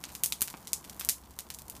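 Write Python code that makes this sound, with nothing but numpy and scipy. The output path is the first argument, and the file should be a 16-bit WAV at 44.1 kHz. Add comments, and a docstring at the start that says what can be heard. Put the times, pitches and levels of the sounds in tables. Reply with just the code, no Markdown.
"""A bonfire of scrap wood in a yard, one microphone a few steps away.
From the start, gas and steam pockets burst in the boards as snaps over crackle, hiss and flame rumble.
The loudest come early, overloading the microphone and ducking its gain; a hollow pop follows from deep
in the pile. After a last hard crack at about one second, the snaps are weaker and the hiss sinks.
Throughout, nearby walls and stacked boards throw every snap back."""
import sys
import numpy as np
from scipy import signal
from scipy.fft import rfft, irfft
from scipy.io import wavfile

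SR = 44100
rng = np.random.default_rng(int(sys.argv[2]) if len(sys.argv) > 2 else 0)


def master_out(mix):
    """Clip the mix to full scale and print it as 16-bit PCM to the path in sys.argv[1]."""
    frames = np.transpose(np.atleast_2d(mix))
    ceiling = np.clip(frames, -1, 1)
    pcm = np.round(ceiling * 32767).astype(np.int16)
    wavfile.write(sys.argv[1], SR, pcm)


N = 79380

# Rise and fall of hiss and crackle together: time_s, level_db
FIZZ_LEVEL = [(0, -1.5), (.15, 0), (.5, -2), (.62, 2), (.8, -2.5), (1.02, 3.5), (1.25, -3.5), (1.45, -3),
              (1.62, -6), (1.8, 0)]


def snaps(puff_hz=164, puff_db=-25.5):
    """Snaps, each a crack and a low puff of gas, and a few distinct wall echoes of the snap just before."""
    # Snaps, and distinct wall echoes at 0.052, 0.4238 and 1.016 s:
    # start_s, level_db, pitch_hz, resonance_q, splinter_db (re the release), echo_db
    snaps_and_echoes = [ (0.039, -13, 3140, 0.84, 21, -3), (0.052, -21, 6500, 5.4, 16, -28),
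                        (.0850, -34, 3500, 0.5, 14, 11.5), (0.102, -29, 2760, 0.84, 15, -3),
                        (.1190, -28, 9000, 0.66, 2, 3.5), (.1400, -33, 9000, 1.4, -4, 1),
                        (0.151, -14.5, 6300, 0.57, 22, -1), (0.2365, 7, 10460, 0.84, -12, -5),
                        (0.2601, -3.5, 8500, 1.3, -1, -5), (0.303, -23.5, 9600, 1.4, -8, -1),
                        (0.3232, -5, 3580, 3, -12.5, -7), (0.3235, -7, 7900, 1.2, 14, -2.5),
                        (0.3239, -21, 900, 0.9, -15, -5), (0.4084, -8.5, 12000, 0.5, 10, -5.5),
                        (0.4183, 3, 11700, 0.67, -0.5, -3.5), (0.4184, -9, 2260, 0.74, -7, -4.5),
                        (0.4186, -20.5, 130, 0.6, -16, -8.5), (0.4238, -4, 9350, 1.6, 17, -21),
                        (0.4756, -15.5, 7350, 0.56, 11, -16), (0.4807, -14, 3000, 0.46, 16, -4.5),
                        (0.5009, -17, 7200, 0.45, 9, -0.5), (0.529, -27.5, 6040, 0.61, -12, -6),
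                        (0.57, -28, 6400, 0.82, 2, -3), (0.6725, -17, 5700, 0.75, -4, 1),
                        (0.7324, 0.5, 7100, 1.6, -7, -6), (0.842, -26.5, 3740, 0.55, 12, 5),
                        (.8970, -18.5, 5800, 1.1, 7, -6), (0.945, -40, 6000, 0.58, -5, -3),
                        (0.9956, -17, 10000, 0.3, 1, -3), (0.9985, -12.5, 11900, 1.3, 5, 0),
                        (1.0105, -14, 2420, 0.66, -4.5, -2), (1.016, -24, 3300, 0.66, -1, -20),
                        (1.0366, -28.5, 2800, 0.78, -8, 1), (1.0490, -9, 11000, 1, -22, -5),
                        (1.0893, 3, 7830, 0.74, -12, 0.5), (1.2370, -34.5, 4100, 1.5, 6, -1),
                        (1.3075, -31, 8500, 0.6, 16, -1), (1.389, -11.5, 5400, 0.46, 19, -2.5),
                        (1.4055, -20, 9000, 0.7, 4, -14), (1.5025, -14, 4260, 0.69, 20, -2.5),
                        (1.5396, -23, 8000, 0.87, 14, 3.5), (1.5463, -18.5, 7900, 1.3, 18, -17),
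                        (1.5874, -20.5, 8300, 0.47, 10, 0), (1.6193, -23, 10000, 0.47, 8, -15),
                        (1.6819, -24, 8950, 0.75, 4, -10), (1.6988, -14.5, 10400, 0.84, 1, -3.5),
                        (1.7520, -26, 6240, 0.33, 4, -1), (1.765, -25, 5200, 0.64, 21, -3)]
    out = np.zeros(N)
    puff = amp(puff_db) * ring(puff_hz, q=0.22)
    for start_s, level_db, hz, q, splinter_db, echo_db in snaps_and_echoes:
        splinter_s = 0.0007 * 2 ** (-level_db / 16)  # strong ones are short, weak ones last longer
        sound = amp(level_db) * (burst(hz, q, splinter_db, splinter_s) + puff)
        ringing = amp(level_db) * (ring(hz, q) + puff)
        add(out, start_s, sound)
        add(out, start_s, amp(echo_db) * yard(sound, ringing))
    return out


def burst(hz, q, splinter_db, splinter_s, rise_s=0.00025, size=1024):
    """One sharp release and a spray of breaking fibres, heard through the cavity."""
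    t = np.arange(size) / SR
    spray = np.exp(-t / splinter_s) * (1 - np.exp(-t / rise_s))
    phases = np.angle(rfft(rng.standard_normal(size) * spray))
    fibres = irfft(np.exp(1j * phases)) * spray ** .5  # even across the spectrum
    release = signal.unit_impulse(size)
    return cavity(release + amp(splinter_db) * unit(fibres), hz, q)


def cavity(drive, hz, q):
    """A damped resonance in the wood, scaled to energy 1."""
    size = len(drive)
    s = 1j * np.fft.rfftfreq(2 * size, 1 / SR) / hz
    bandpass = s / (1 + s / q + s * s)
    padded = np.pad(drive, (4, size - 4))
    return unit(irfft(rfft(padded) * bandpass)[:size])


def ring(hz, q, size=1024):
    """The cavity's answer to one sharp release."""
    return cavity(signal.unit_impulse(size), hz, q)


def pop(start_s=0.5409, gain_db=-18.5, echo_db=-1.5, dull_hz=3000):
    """A larger pocket rings a hollow among the boards, deep in the pile."""
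    # Resonances of the hollow: pitch_hz, level_db, resonance_q
    modes = [(265, -1.5, 1.1), (860, 0.5, 2.7), (2200, -7.5, 10)]
    hollow = amp(gain_db) * sum(amp(db) * ring(hz, q) for hz, db, q in modes)
    muffled = signal.lfilter(*signal.butter(1, dull_hz, fs=SR), hollow)
    out = np.zeros(N)
    add(out, start_s, muffled)
    add(out, start_s, amp(echo_db) * yard(muffled, muffled))
    return out


def yard(sound, ringing, onset_s=0.0016, rise_s=0.0022, size=10240):
    """The walls slap the sound back; its ringing scatters briefly among the stacked timber."""
    # Hard surfaces nearby: delay_s, mirror_db, scatter_db, scatter_s
    walls = [(.0057, -6.5, -6.5, 0.0028), (0.0134, -15.5, -27, 0.0021)]
    # Time the tail takes to fall 60 dB: frequency_hz, decay_s
    decay_times = [(300, 0.091), (2000, 0.16), (6000, 0.18), (15000, 0.18)]
    # Tone of the scattered echo: frequency_hz, gain_db
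    echo_tone = [(200, -2), (1500, -3), (3500, -4), (7000, -2), (15000, -4.5)]
    t = np.arange(size) / SR
    grains = rng.standard_normal(size) * rng.exponential(1, size) ** .5
    hz, frame_s, bands = signal.stft(grains, SR, nperseg=256)
    decay = amp(-60 * frame_s / value_at(decay_times, hz)[:, None])
    tail = signal.istft(bands * decay, SR)[1][:size]
    echo = unit(tail * np.clip((t - onset_s) / rise_s, 0, 1))
    slaps = np.zeros(len(ringing) + size - 1)
    for delay_s, mirror_db, scatter_db, scatter_s in walls:
        add(slaps, delay_s, amp(mirror_db) * sound)
        scatter = unit(rng.standard_normal(size) * np.exp(-t / scatter_s))
        add(echo, delay_s, amp(scatter_db) * scatter)
    return slaps + signal.fftconvolve(ringing, colour(echo, echo_tone))


def crackle(per_s=330, gain_db=-46.5, spread_db=5.0, voices=20):
    """Countless tiny snaps of bark and embers, at random times."""
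    # Resonances of the tiny snaps: pitch_hz
    pitches = [3000, 5500, 8500, 11000, 12600]
    out = np.zeros(N)
    for k in range(voices):
        sizes = amp(spread_db * np.minimum(rng.exponential(1, N), 2.8))
        hits = sizes * (rng.random(N) < per_s / voices / SR)
        tick = burst(pitches[k % len(pitches)], q=0.87, splinter_db=0.5, splinter_s=0.0015)
        out += signal.oaconvolve(hits, tick)[:N]
    return amp(gain_db) * out * curve(FIZZ_LEVEL)


def flames(gain_db=-56, flutter_db=1.0, rumble_top_hz=119):
    """Turbulent burning gas: a low rumble under a soft, swelling roar."""
    # Spectrum of the flames: frequency_hz, relative_db
    spectrum = [(20, -16), (40, -12), (52, -4), (67, -4), (100, -7.5), (140, -4), (195, -4.5), (280, -9),
                (550, -14.5), (1000, -10.5), (1600, -24.5), (4000, -52), (16000, -59)]
    # Swell of their bass: time_s, level_db
    rumble_level = [(0, -4), (.4, 0.5), (.6, -0.5), (.9, -1.5), (1.2, -2), (1.38, 0), (1.8, 1)]
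    # Swell of their midrange: time_s, level_db
    roar_level = [(0, 1), (.45, 0), (.62, 1.5), (.95, 1), (1.35, -3), (1.8, 0.5)]
    gas = amp(gain_db + flutter_db * wander(rate_hz=28)) * noise(spectrum)
    rumble = signal.sosfiltfilt(signal.butter(2, rumble_top_hz, fs=SR, output="sos"), gas)
    roar = gas - rumble
    return rumble * curve(rumble_level) + roar * curve(roar_level)


def hiss(gain_db=-59, flicker_db=0.8):
    """Steam escaping from the boards, flickering."""
    # Spectrum of the steam: frequency_hz, relative_db
    spectrum = [(500, 3.5), (1500, 12), (3000, 3.5), (7000, 4), (12000, 0.5), (16000, 11.5)]
    return amp(gain_db + flicker_db * wander(rate_hz=180)) * noise(spectrum) * curve(FIZZ_LEVEL)


def drone(pitch_hz=68, waver_hz=2.5, gain_db=-64, flutter_db=2):
    """A deep, unsteady drone under the flames."""
    # Swell of the drone: time_s, level_db
    swell = [(0, -3.5), (.4, 1), (.65, -2), (.9, 0.5), (1.15, 2.5), (1.37, 4), (1.6, -2), (1.8, 0.5)]
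    cycles = np.cumsum(pitch_hz + waver_hz * wander(rate_hz=12)) / SR
    tone = np.sqrt(2) * np.sin(2 * np.pi * cycles)
    return amp(gain_db + flutter_db * wander(rate_hz=9)) * tone * curve(swell)


def amp(db):
    """Decibels to gain."""
    return 10 ** (np.asarray(db) / 20)


def unit(x):
    """Scales to energy 1."""
    return x / np.sqrt(np.sum(x ** 2) + 1e-20)


def value_at(points, hz):
    """Interpolates a table on a log-frequency axis."""
    f, value = np.transpose(points)
    return np.interp(np.log(hz + 1), np.log(f + 1), value)


def curve(points):
    """A level curve as a gain for every sample."""
    return amp(np.interp(np.arange(N) / SR, *np.transpose(points)))


def add(mix, start_s, sound):
    """Mixes a sound in at its start time."""
    part = mix[round(start_s * SR):][:len(sound)]
    part += sound[:len(part)]


def colour(x, points):
    """Filters by a spectrum."""
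    size = 2 * len(x)
    gain = amp(value_at(points, np.fft.rfftfreq(size, 1 / SR)))
    return irfft(rfft(x, size) * gain)[:len(x)]


def noise(points):
    """Noise of rms 1 with the given spectrum."""
    return unit(colour(rng.standard_normal(N), points)) * np.sqrt(N)


def wander(rate_hz):
    """Random drift of rms 1, from 2 Hz up, rolling off above rate_hz."""
    hz = np.fft.rfftfreq(N, 1 / SR)
    band = (hz > 2) / (1 + (hz / rate_hz) ** 2)
    return unit(irfft(rfft(rng.standard_normal(N)) * band, N)) * np.sqrt(N)


def scene():
    """The whole fire from a few steps away; the fine crackle shares one echo."""
    embers = crackle()
    ember_echo = amp(-10) * yard(embers, embers)[:N]
    return (flames() + drone() + hiss() + embers + ember_echo + pop() + snaps())[None]


def record(dry, ceiling=0.75, duck_s=0.026, threshold_db=-32.5, duck_share=0.39, recover_db_per_s=16):
    """The microphone overloads on the loudest snaps; its gain ducks and recovers slowly."""
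    # Microphone response: frequency_hz, gain_db
    response = [(20, 2), (5000, 0.5), (12000, 2.5), (15000, 3.5), (15400, -30), (15700, -31), (17000, -24)]
    clipped = ceiling * np.tanh(dry[0] / ceiling)
    pole = np.exp(-1 / (duck_s * SR))
    smoother = [1 - pole], [1, -pole]
    power_db = 10 * np.log10(signal.lfilter(*smoother, clipped ** 2) + 1e-12)
    fall_db = np.arange(N) * recover_db_per_s / SR
    held_db = np.maximum.accumulate(power_db + fall_db) - fall_db  # holds each peak and lets it sink
    over_db = np.maximum(held_db - threshold_db, 0)
    duck_db = duck_share * signal.lfilter(*smoother, over_db)
    coloured = colour(clipped / amp(duck_db), response)
    band_limit = signal.firwin(511, cutoff=16570, window=("kaiser", 9), fs=SR)
    return signal.oaconvolve(coloured, band_limit, "same")[None]


dry = scene()
out = record(dry)
master_out(out)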